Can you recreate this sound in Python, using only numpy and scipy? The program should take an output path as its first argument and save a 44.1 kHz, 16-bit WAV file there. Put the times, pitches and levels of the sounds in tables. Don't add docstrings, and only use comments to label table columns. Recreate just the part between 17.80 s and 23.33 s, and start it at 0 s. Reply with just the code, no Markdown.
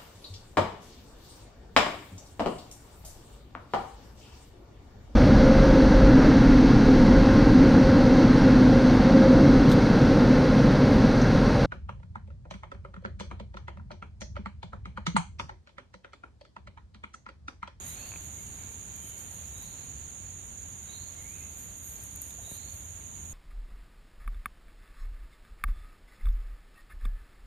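import sys
import numpy as np
from scipy import signal
from scipy.fft import rfft, irfft, next_fast_len
from scipy.io import wavfile
from scipy.ndimage import map_coordinates

SR = 44100
rng = np.random.default_rng(int(sys.argv[2]) if len(sys.argv) > 2 else 0)


def gain_from_db(level_db):
    decades = np.asarray(level_db, float) / 20
    return 10 ** decades


def materialize(psi):
    bounded = np.clip(np.atleast_2d(psi).T, -1, 1)
    quanta = np.round(bounded * 32767).astype(np.int16)
    wavfile.write(sys.argv[1], SR, quanta)


N = 243873

# resonance_hz, width_hz, level_db, left_right_db, strokes_per_s, throb_depth (0-1)
INSECTS = [
    (6395, 240, -61, -8, 79, 0.5),
    (6673, 337, -51, -10, 47, 0.21),
    (6938, 317, -52, -10.5, 109, 0.3),
    (7078, 240, -55, -1, 179, 0.07),
    (8830, 400, -64.5, -15.5, 110, 0.1),
    (9046, 340, -63, 9, 93, 0.1),
    (9440, 430, -71, 3.5, 67, 0),
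]
# time_s, level_db
INSECT_SWELL = [(0.0, -47), (5.53, -48)]
INSECT_SWELL_MEAN_DB = -48.5

# start_s, length_s, first_pitch_hz, last_pitch_hz, peak_db
GLIDE_CALLS = [
    (.085, .2, 3900, 4500, -56.5),
    (1.76, .22, 3800, 4130, -58.5),
    (3.1, .09, 3880, 4220, -53.5),
    (4.655, .2, 3780, 4280, -55),
]
RISE_CALLS = [
    (.06, .04, 1950, 2050, -65),
    (.12, .12, 2180, 2740, -56.5),
    (3.38, .02, 2080, 2150, -62),
    (3.42, .15, 2030, 2600, -59),
    (3.57, .04, 2480, 2130, -61),
    (3.61, .02, 2450, 2600, -59),
]
PEEP_CALLS = [(0, .04, 3290, 3260, -64), (.59, .04, 2200, 2300, -63), (.67, .03, 2900, 2820, -66),
              (.74, .02, 2170, 2170, -65), (.81, .04, 2300, 2230, -64), (1.14, .06, 3130, 3230, -66),
              (1.23, .12, 3120, 3040, -61), (1.4, .05, 3060, 3070, -66), (1.15, .07, 2400, 2410, -66),
              (1.27, .04, 2280, 2300, -67), (1.335, .02, 2230, 2190, -62)]
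CALL_ATTACK_DB_PER_S, CALL_RELEASE_DB_PER_S = 450, 250
WOOD_T60_S = .5

# frequency_hz, density_db_per_hz
LEAF_SPECTRUM = [(500, -27), (3000, -18.5), (5200, -18.5), (7900, -12.5), (8900, 4), (10500, -8),
                 (12600, -0.5), (14600, -8.5), (15200, -17), (18000, -50)]
# time_s, level_db
STIRRING = [(0, -61), (1.1, -65.5), (1.85, -62), (1.97, -67), (2.3, -71.5), (3.0, -67.5), (3.9, -65.5),
            (4.9, -62.5), (5.28, -67), (5.53, -62)]
# start_s, hold_s, peak_db, left_right_db
LEAF_SCUFFLES = [(0.076, 0.018, -51.5, -0.5), (0.575, 0.047, -63, 1), (1.252, 0.059, -57, 0),
                 (1.374, .04, -61, -2), (1.53, .03, -63, -4), (1.79, .04, -67, 1.5), (3.13, 0.036, -65, .5),
                 (3.42, 0.19, -63.5, .5), (3.785, .05, -59, -2), (3.923, .07, -65, -1.5),
                 (4.055, .04, -60, -1.5), (4.228, .015, -58.5, 2.5), (4.29, .02, -66, -4),
                 (4.44, 0.046, -59.5, -2.5), (4.708, 0.035, -54, -1.5), (4.939, .04, -62, 0.5)]
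# start_s, hold_s, peak_db, left_right_db
CLAW_SCRAPES = [
    (3.785, .05, -56, -2.5),
    (4.055, .04, -52.5, -2.5),
    (4.14, .015, -55, -3),
    (4.95, .03, -61, -1.5),
]
# frequency_hz, density_db_per_hz
BARK_SPECTRUM = [(6000, -30), (10000, -14), (12300, .5), (13800, -1.5), (14700, -8), (15200, -22),
                 (18000, -50)]
STIR_ATTACK_DB_PER_S, STIR_RELEASE_DB_PER_S = 246, 160

# start_s, peak_db, left_right_db, pitch_hz
TWIG_SNAPS = [(.442, -40, 0.1, 13000), (1.1608, -33, -3, 12400), (1.3456, -39, -2, 11600),
              (1.3917, -38, 0.1, 11500), (1.5135, -44, -2, 12000), (1.6013, -38, 1.5, 10400),
              (1.7828, -36, 4, 11900), (1.8264, -34, 2.5, 11500), (1.9979, -43, 8, 10800),
              (2.6688, -45, 6, 11900), (3.036, -42, 1.5, 13000), (4.2363, -30, 7, 11200),
              (4.2403, -34, 3, 11100), (4.359, -25.5, 6, 11350), (4.4169, -21, 9, 13000),
              (4.4657, -42, 0.1, 12100), (4.507, -34, 1.5, 11800), (4.694, -34, -1.5, 9400),
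              (4.714, -33, -2.5, 12100), (5.0888, -45, -4, 11850)]
SPLINTER_T60_S = 0.02

# start_s, peak_db, left_right_db
TOOTH_CLICKS = [
    (.3178, -35, 1),
    (.3378, -34.5, 0),
    (.3592, -34, 0),
]
# frequency_hz, level_db, t60_s
JAW_MODES = [(2550, 2, .02), (2250, -3, .02), (1750, -1, .009), (1350, -3, .008), (1000, -1, .01),
             (600, -4, .012), (3050, -3, .007)]
# start_s, peak_db, left_right_db
LANDINGS = [
    (1.24, -46, 0),
    (4.713, -38.5, 1.5),
]
# frequency_hz, level_db, t60_s
GROUND_MODES = [(120, -1, .07), (170, 0, .07), (260, -1, .05), (400, -6, .04), (560, -7, .035),
                (720, -11, .03), (1000, -12, .02), (1550, -12, .02)]
# start_s, peak_db, left_right_db
TRUNK_KNOCKS = [
    (4.588, -45, 0),
    (4.676, -46, 0),
]
# frequency_hz, level_db, t60_s
TRUNK_MODES = [(680, 0, .06), (800, -3, .04), (520, -4, .04), (350, -6, .04), (130, -2, .06),
               (1050, -9, .02)]
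# start_s, peak_db, left_right_db
STALK_CRACKS = [
    (4.5072, -44.5, -9),
    (4.8974, -51, -8),
]
# frequency_hz, level_db, t60_s
STALK_MODES = [(3680, -1, 0.0098), (5000, -6.5, 0.0092), (2400, -9, 0.01)]

# frequency_hz, density_db_per_hz
AIR_SPECTRUM = [(20, -19), (40, -11), (57, -2), (70, -1), (91, 1.5), (110, -7), (200, -11.5), (330, -18.5),
                (1300, -23), (4100, -25), (5000, -32.5), (7800, -32.5), (10800, -43), (12800, -32.5),
                (14700, -34), (15200, -59)]
# time_s, level_db, brightness_db (air above the bass)
FAR_LEVELS = [(0.0, -47.5, 3), (.5, -46.5, -1.5), (1.3, -48.5, 0.4), (1.9, -46.5, -2), (2.5, -47, -3),
              (4.8, -48.5, -0.3), (5.53, -46, -4.5)]
# frequency_hz, correlation (-1 to 1)
EAR_CORRELATION = [(25, -0.086), (60, 0.96), (150, 0.77), (330, 0.53), (500, 0.096), (800, 0.15),
                   (1200, -0.28), (2000, 0.037)]

# frequency_hz, threshold_db_per_hz
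THRESHOLD = [(600, -112), (1600, -103), (3000, -99), (4150, -97.5), (4450, -90.5), (5050, -92.5),
             (5500, -87), (5750, -96), (7000, -105), (8000, -91), (9000, -100), (10200, -96.5),
             (11500, -96.5), (12100, -103.5)]
HOP, BAND, GRID_LEAD = 1024, 16, 17
TOP_HZ, SUDDEN_DB, ABOVE_TOP_DB = 14600, -29, -24


def insects():
    choir = np.zeros((2, N))
    for hz, width_hz, level_db, left_db, rate, depth in INSECTS:
        stroke_hz = rate * (1 + 0.029 * drift(3.1))
        stroke = np.cos(2 * np.pi * np.cumsum(stroke_hz) / SR)
        wing = rng.standard_normal((2, N)) * (1 + depth * stroke) * gain_from_db(0.27 * drift(9))
        for _ in range(3):
            wing = resonance(wing, hz, 2 * width_hz)
        choir += pan(gain_from_db(level_db) * rms_one(wing), left_db)
    return choir * gain_from_db(in_time(INSECT_SWELL)[0] - INSECT_SWELL_MEAN_DB)


def birds():
    out = np.zeros((2, N))
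    echoes = trunk_echoes()
    clock, waver, husk = np.arange(N) / SR, drift(110), drift(35)
    voices = [(GLIDE_CALLS, 1.8, -3, 3, .025, 5.5), (RISE_CALLS, .3, 0, 0, .014, .5),
              (PEEP_CALLS, .3, -1.5, -3, .016, .5)]
    for calls, bend, left_db, echo_db, burr, fade_db in voices:
        song = np.zeros(N)
        for s, length, first_hz, last_hz, peak_db in calls:
            done = np.clip((clock - s) / length, -.05, 1.1)
            hz = first_hz + (last_hz - first_hz) * np.expm1(-bend * done) / np.expm1(-bend)
            shape_db = swell_db(s, length, CALL_ATTACK_DB_PER_S, CALL_RELEASE_DB_PER_S)
            level_db = peak_db - fade_db * done + shape_db + 3.0 * husk
            song += np.sin(2 * np.pi * np.cumsum(hz * (1 + burr * waver)) / SR) * gain_from_db(level_db)
        scattered = signal.fftconvolve(song[None], echoes, axes=1)[:, :N]
        out += pan(song + gain_from_db(echo_db) * scattered, left_db)
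    return out


def trunk_echoes():
    t = np.arange(int(WOOD_T60_S * SR)) / SR
    echoes = rng.standard_normal((2, len(t))) * gain_from_db(-60 * t / WOOD_T60_S) * np.minimum(t / 0.04, 1)
    return echoes / np.sqrt(np.sum(echoes ** 2, axis=1, keepdims=True))


def leaves():
    cracks_per_s = 3000 * gain_from_db(4.5 * drift(25))
    sizes = gain_from_db(3.5 * np.minimum(rng.exponential(1, (3, N)), 4)) * rng.choice([-1, 1], (3, N))
    cracks = (rng.random((3, N)) < cracks_per_s / SR) * sizes
    heard = rms_one(cracks[:2] + 0.45 * cracks[2])
    mix = heard + 0.71 * rng.standard_normal((2, N))
    litter_power = gain_from_db(in_time(STIRRING)[0]) ** 2 + stirred(LEAF_SCUFFLES)
    litter = gain_from_db(7.0) * np.sqrt(litter_power) * coloured(mix, LEAF_SPECTRUM)
    bark = gain_from_db(3.0) * np.sqrt(stirred(CLAW_SCRAPES)) * coloured(mix[:, ::-1], BARK_SPECTRUM)
    return litter + bark


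def twigs():
    out, t = np.zeros((2, N)), np.arange(SR // 25) / SR
    edges = signal.butter(3, [8300, 15500], "band", fs=SR, output="sos")
    for s, peak_db, left_db, hz in TWIG_SNAPS:
        grit = rng.standard_normal((3, len(t)))
        crack = np.sin(2 * np.pi * hz * t) * np.exp(-((t - .0009) / .0001) ** 2)
        splinters = signal.sosfilt(edges, (.6 * grit[:2] + grit[2]) * (t > .001))
        tail = gain_from_db(-9 - 60 * t / SPLINTER_T60_S) * splinters
        start = round(s * SR)
        out[:, start:start + len(t)] += pan(gain_from_db(peak_db + 1.5) * (crack + tail), left_db)
    return out


def animal_blows():
    jaw_and_ground = struck(TOOTH_CLICKS, JAW_MODES) + struck(LANDINGS, GROUND_MODES)
    return jaw_and_ground + struck(TRUNK_KNOCKS, TRUNK_MODES) + struck(STALK_CRACKS, STALK_MODES)


def struck(events, modes):
    out, t = np.zeros((2, N)), np.arange(SR // 10) / SR
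    contact = 1 - np.exp(-t / .0004)
    for s, peak_db, left_db in events:
        ring, sign = np.zeros(len(t)), -1
        for hz, db, t60 in modes:
            ring += sign * gain_from_db(db + rng.normal() - 60 * t / t60) * np.sin(2 * np.pi * hz * t)
            sign = -sign
        ring *= contact
        start = round(s * SR)
        out[:, start:start + len(t)] += pan(gain_from_db(peak_db) * ring / abs(ring).max(), left_db)
    return out


def distance():
    level_db, bright_db = in_time(FAR_LEVELS)
    size = next_fast_len(N)
    alike = np.clip(at_hz(EAR_CORRELATION, np.fft.rfftfreq(size, 1 / SR)), -1, 1)
    mid, side = rfft(rng.standard_normal((2, size)))
    ears = np.sqrt(1 + alike) * mid + np.sqrt(1 - alike) * side * [[1], [-1]]
    air = coloured(irfft(ears, size)[:, :N], AIR_SPECTRUM)
    bass = signal.sosfiltfilt(signal.butter(2, 300, fs=SR, output="sos"), air)
    brightness = gain_from_db(bright_db + 0.54 * drift(5))
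    return pan(gain_from_db(level_db) * (bass + brightness * (air - bass)), 0.42)


def stirred(events):
    power = np.zeros((2, N))
    for s, hold, peak_db, left_db in events:
        level_db = peak_db + swell_db(s, hold, STIR_ATTACK_DB_PER_S, STIR_RELEASE_DB_PER_S)
        power += pan(gain_from_db(level_db), left_db) ** 2
    return power


def swell_db(start, hold, attack_db_per_s, release_db_per_s):
    clock = np.arange(N) / SR
    attack_db = attack_db_per_s * (clock - start)
    release_db = release_db_per_s * (start + hold - clock)
    return np.minimum(0, np.minimum(attack_db, release_db))


def resonance(x, hz, width_hz):
    r = np.exp(-np.pi * width_hz / SR)
    gain = (1 - r * r) / 2
    return signal.lfilter([gain, 0, -gain], [1, -2 * r * np.cos(2 * np.pi * hz / SR), r * r], x)


def coloured(stereo, spectrum):
    size = next_fast_len(N)
    hz = np.fft.rfftfreq(size, 1 / SR)
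    return rms_one(irfft(rfft(stereo, size) * gain_from_db(at_hz(spectrum, hz)), size)[:, :N])


def rms_one(x):
    return x / np.sqrt(np.mean(x ** 2) + 1e-20)


def drift(rate):
    knots = rng.standard_normal(int(N / SR * rate * 2) + 3)
    return map_coordinates(knots, [np.arange(N) / SR * rate * 2], order=3)


def in_time(rows):
    s, *columns = np.transpose(rows)
    return [np.interp(np.arange(N) / SR, s, c) for c in columns]


def at_hz(points, hz):
    table_hz, values = np.transpose(points)
    return np.interp(np.log(hz + 1), np.log(table_hz), values)


def pan(x, left_db):
    return x * gain_from_db(np.outer([.5, -.5], left_db))


def drop_faint_parts(x):
    n, k = np.arange(2 * HOP), np.arange(HOP)
    window = signal.windows.kaiser_bessel_derived(2 * HOP, 4 * np.pi)
    cosines = np.cos(np.pi / HOP * np.outer(n + .5 + HOP / 2, k + .5))
    basis = np.sqrt(2 / HOP) * window[:, None] * cosines
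    turn = np.array([[1, 1], [1, -0.99]]) / np.sqrt(2)
    margins = (HOP + GRID_LEAD, 2 * HOP - (N + GRID_LEAD) % HOP)
    halves = np.pad(turn @ x, [(0, 0), margins]).reshape(2, -1, HOP)
    frames = np.concatenate([halves[:, :-1], halves[:, 1:]], axis=2)
    cells, hz = frames @ basis, (k + .5) * SR / 2 / HOP
    restless_db = 2.0 * rng.standard_normal(cells.shape[:2] + (HOP // BAND,)).repeat(BAND, axis=2)
    step = gain_from_db(at_hz(THRESHOLD, hz) + restless_db) * np.sqrt(SR / 2) / .6
    rounded = np.sign(cells) * np.floor(abs(cells) / step + .4) * step * (hz < TOP_HZ)
    sudden = abs(np.diff(frames * window) / 2).max(axis=(0, 2)) > gain_from_db(SUDDEN_DB)
    whole = cells * np.where(hz < TOP_HZ, 1, gain_from_db(ABOVE_TOP_DB))
    kept = np.where(sudden[:, None] & (hz > 5600), whole, rounded)
    frames = kept @ basis.T
    lapped = frames[:, 1:, :HOP] + frames[:, :-1, HOP:]
    return turn @ lapped.reshape(2, -1)[:, GRID_LEAD:GRID_LEAD + N]


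def scene():
    return insects() + birds() + leaves() + twigs() + animal_blows() + distance()


def roll_off(x):
    return signal.sosfilt(signal.butter(12, 15890, fs=SR, output="sos"), x)


def record(dry):
    mix = drop_faint_parts(dry)
    return roll_off(mix)


dry = scene()
out = record(dry)
materialize(out)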